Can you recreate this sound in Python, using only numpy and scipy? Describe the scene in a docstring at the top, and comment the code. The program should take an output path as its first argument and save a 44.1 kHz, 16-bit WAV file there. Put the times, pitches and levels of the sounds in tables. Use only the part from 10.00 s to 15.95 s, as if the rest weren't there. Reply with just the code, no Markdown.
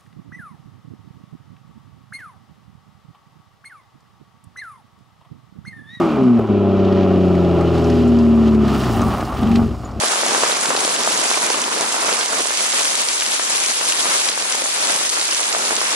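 """Hail on a yard and a lawn

Each impact is a short, damped vibration: stones tick sharply on paving, thud dully on soil, pots and
roof, and now and then ring a clay pot. The far ones superpose into a rush. A handheld camera hears
them through two microphone ports, and the thuds thin out as it turns to the lawn."""
import sys
import numpy as np
from scipy import signal
from scipy.fft import rfft, irfft, next_fast_len
from scipy.io import wavfile
from scipy.ndimage import uniform_filter1d, map_coordinates

SR = 44100
rng = np.random.default_rng(int(sys.argv[2]) if len(sys.argv) > 2 else 0)


def wav_record(signal):
    """Record a signal, one row per channel, as 16-bit PCM in the file named by sys.argv[1]."""
    frames = np.transpose(np.atleast_2d(signal))
    bounded = np.clip(frames, -1, 1)
    # unit amplitude maps onto the largest positive 16-bit level
    quanta = np.round(bounded * 32767).astype(np.int16)
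    wavfile.write(sys.argv[1], SR, quanta)


N = 262395

# Phase difference of the ports, negative where the left lags: frequency_hz, left_lead_rad
PORT_PHASE = [(0, -0.5), (520, -1), (1120, -1.5), (3270, -1.84), (6200, -1.5), (8700, -3), (11800, -2.5)]
# Level difference of the ports: frequency_hz, left_minus_right_db
PORT_LEVEL = [(60, -5), (140, 6.5), (350, 4), (840, -0.5), (2010, -1), (4840, -1.5), (11600, 3)]


def amp(db):
    """Amplitude ratio of a level in decibels."""
    return 10 ** (np.asarray(db) / 20)


def unit(x):
    """Normalisation to rms 1."""
    return x / np.sqrt(np.mean(x ** 2) + 1e-20)


def along(points, hz):
    """Interpolation of (frequency_hz, value) points on a logarithmic axis."""
    f, v = np.transpose(points)
    return np.interp(np.log(hz + 1), np.log(f + 1), v)


def wobble(rate_hz):
    """Smooth random modulation: a spline through Gaussian knots."""
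    return map_coordinates(rng.standard_normal(int(N * rate_hz / SR) + 4), [np.arange(N) * rate_hz / SR])


def filtered(x, response):
    """Linear filtering: the spectrum times a complex frequency response."""
    m = next_fast_len(N + 8192)
    return irfft(rfft(x, m) * response(np.fft.rfftfreq(m, 1 / SR)), m)[..., :N]


def impacts(peak_s, hz, gain, phase, cycles, samples):
    """Damped oscillation: each impact rises and dies within a few cycles."""
    life_s = np.clip(cycles, .2, 12) / hz[:, None]
    t = np.arange(samples) / SR
    age = 4 * t / life_s  # the envelope peaks at age 1
    pulses = gain[:, None] * age * np.exp(1 - age) * np.cos(2 * np.pi * hz[:, None] * t + phase[:, None])
    at = np.clip(np.round((peak_s[:, None] - life_s / 4) * SR), 0, N).astype(int) + np.arange(samples)
    return np.bincount(at.ravel(), pulses.ravel(), N + samples + 1)[:N]


def ports(pair, spectrum):
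    """Partial coherence: two signals reach the ports as sum and difference; the left port lags."""
    # Likeness of the sound at the two ports: frequency_hz, coherence
    coherence = [(60, 0.33), (250, 0.99), (900, 0.71), (1600, 0.27), (3000, 0.3), (4500, 0.16),
                 (6500, 0.34), (9000, 0.62), (11000, 0.79)]
    angle = lambda hz: np.arccos(np.clip(along(coherence, hz), 0, 1)) / 2
    split = lambda hz: amp(along(spectrum, hz)) * [np.cos(angle(hz)), np.sin(angle(hz))]
    common, opposed = filtered(pair, split)
    half = lambda hz: amp(along(PORT_LEVEL, hz) / 2) * np.exp(.5j * along(PORT_PHASE, hz))
    return filtered(np.array([common + opposed, common - opposed]), lambda hz: [half(hz), 1 / half(hz)])


def patter(spectrum, lo_hz, hi_hz, cycles, spread_db, cap_db, far_db, count, samples):
    """Superposition: thousands of random impacts sound over the noise into which the far ones merge."""
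    when, pitch, size, *turns = rng.random((count, 5)).T
    hz = lo_hz * (hi_hz / lo_hz) ** pitch
    size_db = np.minimum(-spread_db * np.log(1 - size), cap_db)  # many small stones, few large
    gain = hz * amp(size_db)  # even power per hertz
    stones = np.array([impacts(when * N / SR, hz, gain, 2 * np.pi * p, cycles, samples) for p in turns])
    noise = signal.stft(rng.standard_normal((2, N)), nperseg=256)[2]
    patches = rng.standard_normal(noise.shape[1:])
    for axis in (0, 1):  # smooth over frequency, then time
        patches = uniform_filter1d(patches, size=8, axis=axis)
    rush = signal.istft(noise * amp(1.5 * unit(patches)), nperseg=256)[1][:, :N]
    return unit(ports(stones, spectrum)) + amp(far_db) * unit(ports(rush, spectrum))


def thud_patter(deep_db):
    """Long contact on soft ground gives a dull spectrum; its lowest band fades first on the lawn."""
    # Spectrum of soft impacts: frequency_hz, gain_db
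    dull = [(40, -50), (70, -51), (130, -16), (250, -5.5), (500, -1.5), (1100, 1), (1500, -2.5),
            (2200, -11), (4000, -19)]
    thuds = patter(dull, 150, 3000, cycles=.68, spread_db=1.5, cap_db=5, far_db=1, count=4000, samples=400)
    deep = filtered(thuds, lambda hz: 1 / (1 + (hz / 300) ** 2))
    return thuds + (amp(deep_db + 3.1 * wobble(14)) - 1) * deep


def tick_patter(lower_db):
    """Brief contact on hard paving gives a bright spectrum; over grass its lower band thins."""
    # Spectrum of hard impacts: frequency_hz, gain_db
    sharp = [(500, -25.5), (1300, -4), (2200, 0.5), (4000, -0.5), (6500, 1), (9000, 1.5), (11000, -2)]
    ticks = patter(sharp, 1200, 13000, cycles=2.6, spread_db=2, cap_db=8.5, far_db=3.5,
                   count=11000, samples=110)
    lower = filtered(ticks, lambda hz: 1 / (1 + (hz / 3500) ** 4))
    return ticks + (amp(lower_db) - 1) * lower


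def close_stones(table, cycles, body_db, crack_db, echo_db, echo_s, aside, samples):
    """Direct sound and early reflection: contact, deeper body, brighter crack and two wall echoes."""
    peak_s, level_db, pitch_hz = np.transpose(table)
    turn, wait, wait_more, hardness = rng.random((len(peak_s), 4)).T
    tilt_db = 6 * (hardness - .5)  # harder stones crack more
    # delay_s, pitch_ratio, gain_db
    parts = [(0, 1.07, 0), (0, 0.58, body_db - tilt_db), (0, 1.8, crack_db + tilt_db)]
    parts += [(echo_s * (0.33 + w), 1, echo_db) for w in (wait, 1 + wait_more)]
    stereo = np.zeros((2, N))
    for channel, side in zip(stereo, (.5, -.5)):
        for delay_s, ratio, part_db in parts:
            hz = ratio * pitch_hz
            gain = amp(level_db + part_db + side * along(PORT_LEVEL, hz))
            phase = 2 * np.pi * turn + side * aside * along(PORT_PHASE, hz)  # less lag for stones ahead
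            channel += impacts(peak_s + delay_s, np.minimum(hz, SR / 4), gain, phase, cycles, samples)
    return stereo


def close_thuds():
    """Heavy damping: soft ground stops the vibration almost at once."""
    # Loudest stones on soft ground: peak_s, level_db, pitch_hz
    thuds = [(0.0364, -8.5, 870), (0.1584, -12, 860), (0.2343, -11, 840), (0.2639, -12.5, 728),
             (0.3485, -9.5, 815), (0.436, -3.5, 920), (0.5002, -14, 793), (0.5264, -14, 855),
             (0.6562, -14, 1090), (0.706, -8, 940), (0.7518, -11, 866), (0.7663, -15, 1110),
             (0.7759, -14, 660), (0.8517, -12.5, 600), (0.878, -12.5, 630), (1.0758, -7, 872),
             (1.3143, -9.5, 830), (1.3744, -14, 715), (1.4298, -13.5, 970), (1.4678, -16, 850),
             (1.5042, -10, 728), (1.6251, -14, 890), (1.6807, -13, 735), (1.8099, -12.5, 765),
             (1.8183, -17, 867), (1.982, -13, 850), (2.0298, -16, 850), (2.0937, -11, 1020),
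             (2.1283, -14.5, 705), (2.3329, -14, 850), (2.4046, -16.5, 678), (2.4571, -16, 896),
             (2.5071, -11, 880), (3.3968, -10, 990), (3.8127, -14.5, 899), (4.0559, -13.5, 900),
             (4.3769, -13, 925), (4.5487, -14, 754), (4.6214, -18, 570), (4.6593, -15, 1120),
             (4.8997, -11, 1285), (5.1736, -14, 1120), (5.396, -16.5, 1100), (5.5494, -7, 1064),
             (5.5667, -16, 715), (5.7085, -9.5, 1083), (5.7186, -17, 480), (5.7288, -13, 870),
             (5.8159, -12, 960)]
    return close_stones(thuds, cycles=1.45, body_db=-9, crack_db=-3.5, echo_db=-8, echo_s=.00145,
                        aside=1, samples=500)


def close_ticks():
    """Stiff contact: paving turns a stone back quickly, in a high click."""
    # Loudest stones on paving: peak_s, level_db, pitch_hz
    ticks = [(0.0446, -8, 6530), (0.0745, -10, 3670), (0.0827, -6, 6410), (0.12, -2, 7180),
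             (0.2546, -11, 3230), (0.2651, -2, 6600), (0.2831, -8, 5900), (0.3488, -11, 2990),
             (0.451, -11, 5130), (0.5661, -11, 4550), (0.6123, -2, 7460), (0.6583, -7, 4660),
             (0.7651, -4.5, 4200), (0.771, -9, 4900), (0.8065, 1, 7200), (0.8489, -9, 3830),
             (0.8712, -14, 4200), (0.9146, -13, 7900), (0.9634, -8, 3200), (1.0357, -5, 5990),
             (1.1207, -9, 4440), (1.1757, -6, 6620), (1.2151, -3, 6700), (1.3023, -6, 6360),
             (1.3076, -9, 3930), (1.3366, -12, 3470), (1.3741, -15, 3000), (1.4371, -11, 7000),
             (1.465, -9, 5270), (1.5017, -2, 5270), (1.6182, -3, 6650), (1.8106, -1, 6300),
             (1.8535, -11, 6710), (1.9255, -2, 6810), (2.1279, -6, 4300), (2.2111, -6, 3500),
             (2.2304, -10, 2980), (2.2601, -6, 5590), (2.3905, -10, 6360), (2.4714, -1, 7150),
             (2.5736, -3, 5200), (2.644, -11, 6300), (2.7603, -14, 7370), (2.8215, -9, 6940),
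             (2.8334, -4, 5760), (2.8555, -7, 5000), (2.9544, 1, 6950), (3.0873, 0.5, 5020),
             (3.2007, -5, 6520), (3.2097, -4.5, 5360), (3.2227, -6, 2700), (3.2636, -6, 4650),
             (3.3194, -7, 5650), (3.3614, -12, 6100), (3.4506, -11, 7000), (3.4985, -1, 7940),
             (3.551, -15, 3000), (3.6025, -1.5, 6700), (3.6617, -3, 5740), (3.8548, -7, 5000),
             (3.9224, -3, 5920), (4.1759, -8, 5960), (4.1993, -8, 6000), (4.2563, 2, 8500),
             (4.2893, -1.5, 3860), (4.3181, -12, 3000), (4.4243, -7, 4720), (4.524, -1, 5250),
             (4.532, -10, 5200), (4.553, -2.5, 6700), (4.8286, -7, 6800), (4.8722, -2, 6020),
             (4.9227, -6, 7920), (4.9622, 0, 7200), (5.0944, 1, 6860), (5.0992, -3, 5200),
             (5.1231, -9, 7010), (5.2136, -5, 3960), (5.2544, -7, 6320), (5.282, -5, 7345),
             (5.3116, -5, 5510), (5.3133, -6, 5440), (5.348, -2, 5200), (5.4045, -1, 6310),
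             (5.4135, -2.5, 7860), (5.432, -8, 3600), (5.5279, -4, 4280), (5.7545, -3, 6960),
             (5.7658, -2, 5340), (5.8064, -4, 5230)]
    return close_stones(ticks, cycles=2.5, body_db=-13, crack_db=-7, echo_db=-11, echo_s=.0015,
                        aside=.65, samples=120)


def pot_pings():
    """Resonance: a struck clay pot rings for several cycles."""
    # Stones on a clay pot: peak_s, level_db, pitch_hz
    pings = [(0.519, -9.5, 3750), (1.3428, -13, 2160), (1.6405, -12, 2930), (2.8544, -12, 2750),
             (3.9238, -9.5, 2580), (5.197, -10, 4010), (5.3254, -11.5, 2730)]
    return close_stones(pings, cycles=6, body_db=-13, crack_db=-11, echo_db=-9, echo_s=.0012,
                        aside=.7, samples=400)


def camera_turn(left, right, t):
    """Time and level differences: as the camera turns, the left port lags more and the balance shifts."""
    # Balance during the turn: time_s, left_minus_right_db
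    balance = [(0, 0.3), (2.4, -1), (3.2, 1.1), (5.95, 0.7)]
    drift_s = 5e-05
    delay_s = drift_s * (t / t[-1] - 0.35)
    lower = filtered(left, lambda hz: 1 / (1 + (hz / 7000) ** 6))  # the top treble keeps its lag
    delayed = map_coordinates(lower, [(t - delay_s) * SR], mode="nearest")
    swing = amp(np.interp(t, *np.transpose(balance)) / 2)
    return np.array([swing * (left - lower + delayed), right / swing])


def scene():
    """Common modulation: flurries swell both kinds of patter together, beneath the close stones."""
    # Strength of the patter: time_s, tick_level_db, thuds_minus_ticks_db
    fall = [(0.0, -22.5, -3.5), (0.5, -23.5, -2.5), (1.0, -23.5, -5), (1.45, -22, -5), (1.65, -26, -2),
            (1.9, -24, -4), (2.299, -24, -5), (2.7, -22.5, -10), (3.15, -23, -10), (3.503, -21.5, -10),
            (3.8, -22, -11), (4.2, -20.5, -11), (4.4, -24.5, -7.5), (4.7, -22, -11), (5.0, -22.5, -10.5),
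            (5.35, -22.5, -10.5), (5.65, -23, -7), (5.95, -22, -6)]
    # Brief surges of hail: centre_s, half_width_s, thud_gain_db, tick_gain_db
    surges = [(0.742, 0.047, 4, -0.5), (2.1, 0.055, 3.5, 1.5), (2.792, 0.076, 3.5, 2.1),
              (4.1, 0.068, 6, 0.5), (4.86, 0.11, 4.5, 1.6), (5.188, 0.047, 5, 1)]
    t = np.arange(N) / SR
    time_s, *levels = np.transpose(fall)
    tick_db, share_db = [np.interp(t, time_s, level) for level in levels]
    surge_db = sum(np.array([[low_db], [high_db]]) * np.exp(-((t - centre_s) / width_s) ** 2)
                   for centre_s, width_s, low_db, high_db in surges)
    flurry = 0.57 * wobble(16) + 0.94 * wobble(40)
    lawn_db = share_db + 2.5  # negative as the thuds thin out over the lawn
    thuds = amp(tick_db + share_db + surge_db[0] + 0.84 * flurry) * thud_patter(deep_db=lawn_db)
    ticks = amp(tick_db + surge_db[1] + 0.82 * flurry) * tick_patter(lower_db=0.23 * lawn_db)
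    close = close_thuds() + close_ticks() + pot_pings()
    left, right = thuds + ticks + filtered(close, lambda hz: 1 / (1 + (220 / (hz + 1)) ** 4))
    return camera_turn(left, right, t)


def record(dry):
    """Saturation and band limiting: the loudest cracks are squeezed, deep bass and top treble cut."""
    ceiling, low_hz, top_hz = .82, 85, 11050
    squeezed = dry / (1 + np.abs(dry / ceiling) ** 6) ** (1 / 6)
    return filtered(squeezed, lambda hz: 1 / (1 + (low_hz / (hz + 1)) ** 5) / (1 + (hz / top_hz) ** 300))


dry = scene()
out = record(dry)
wav_record(out)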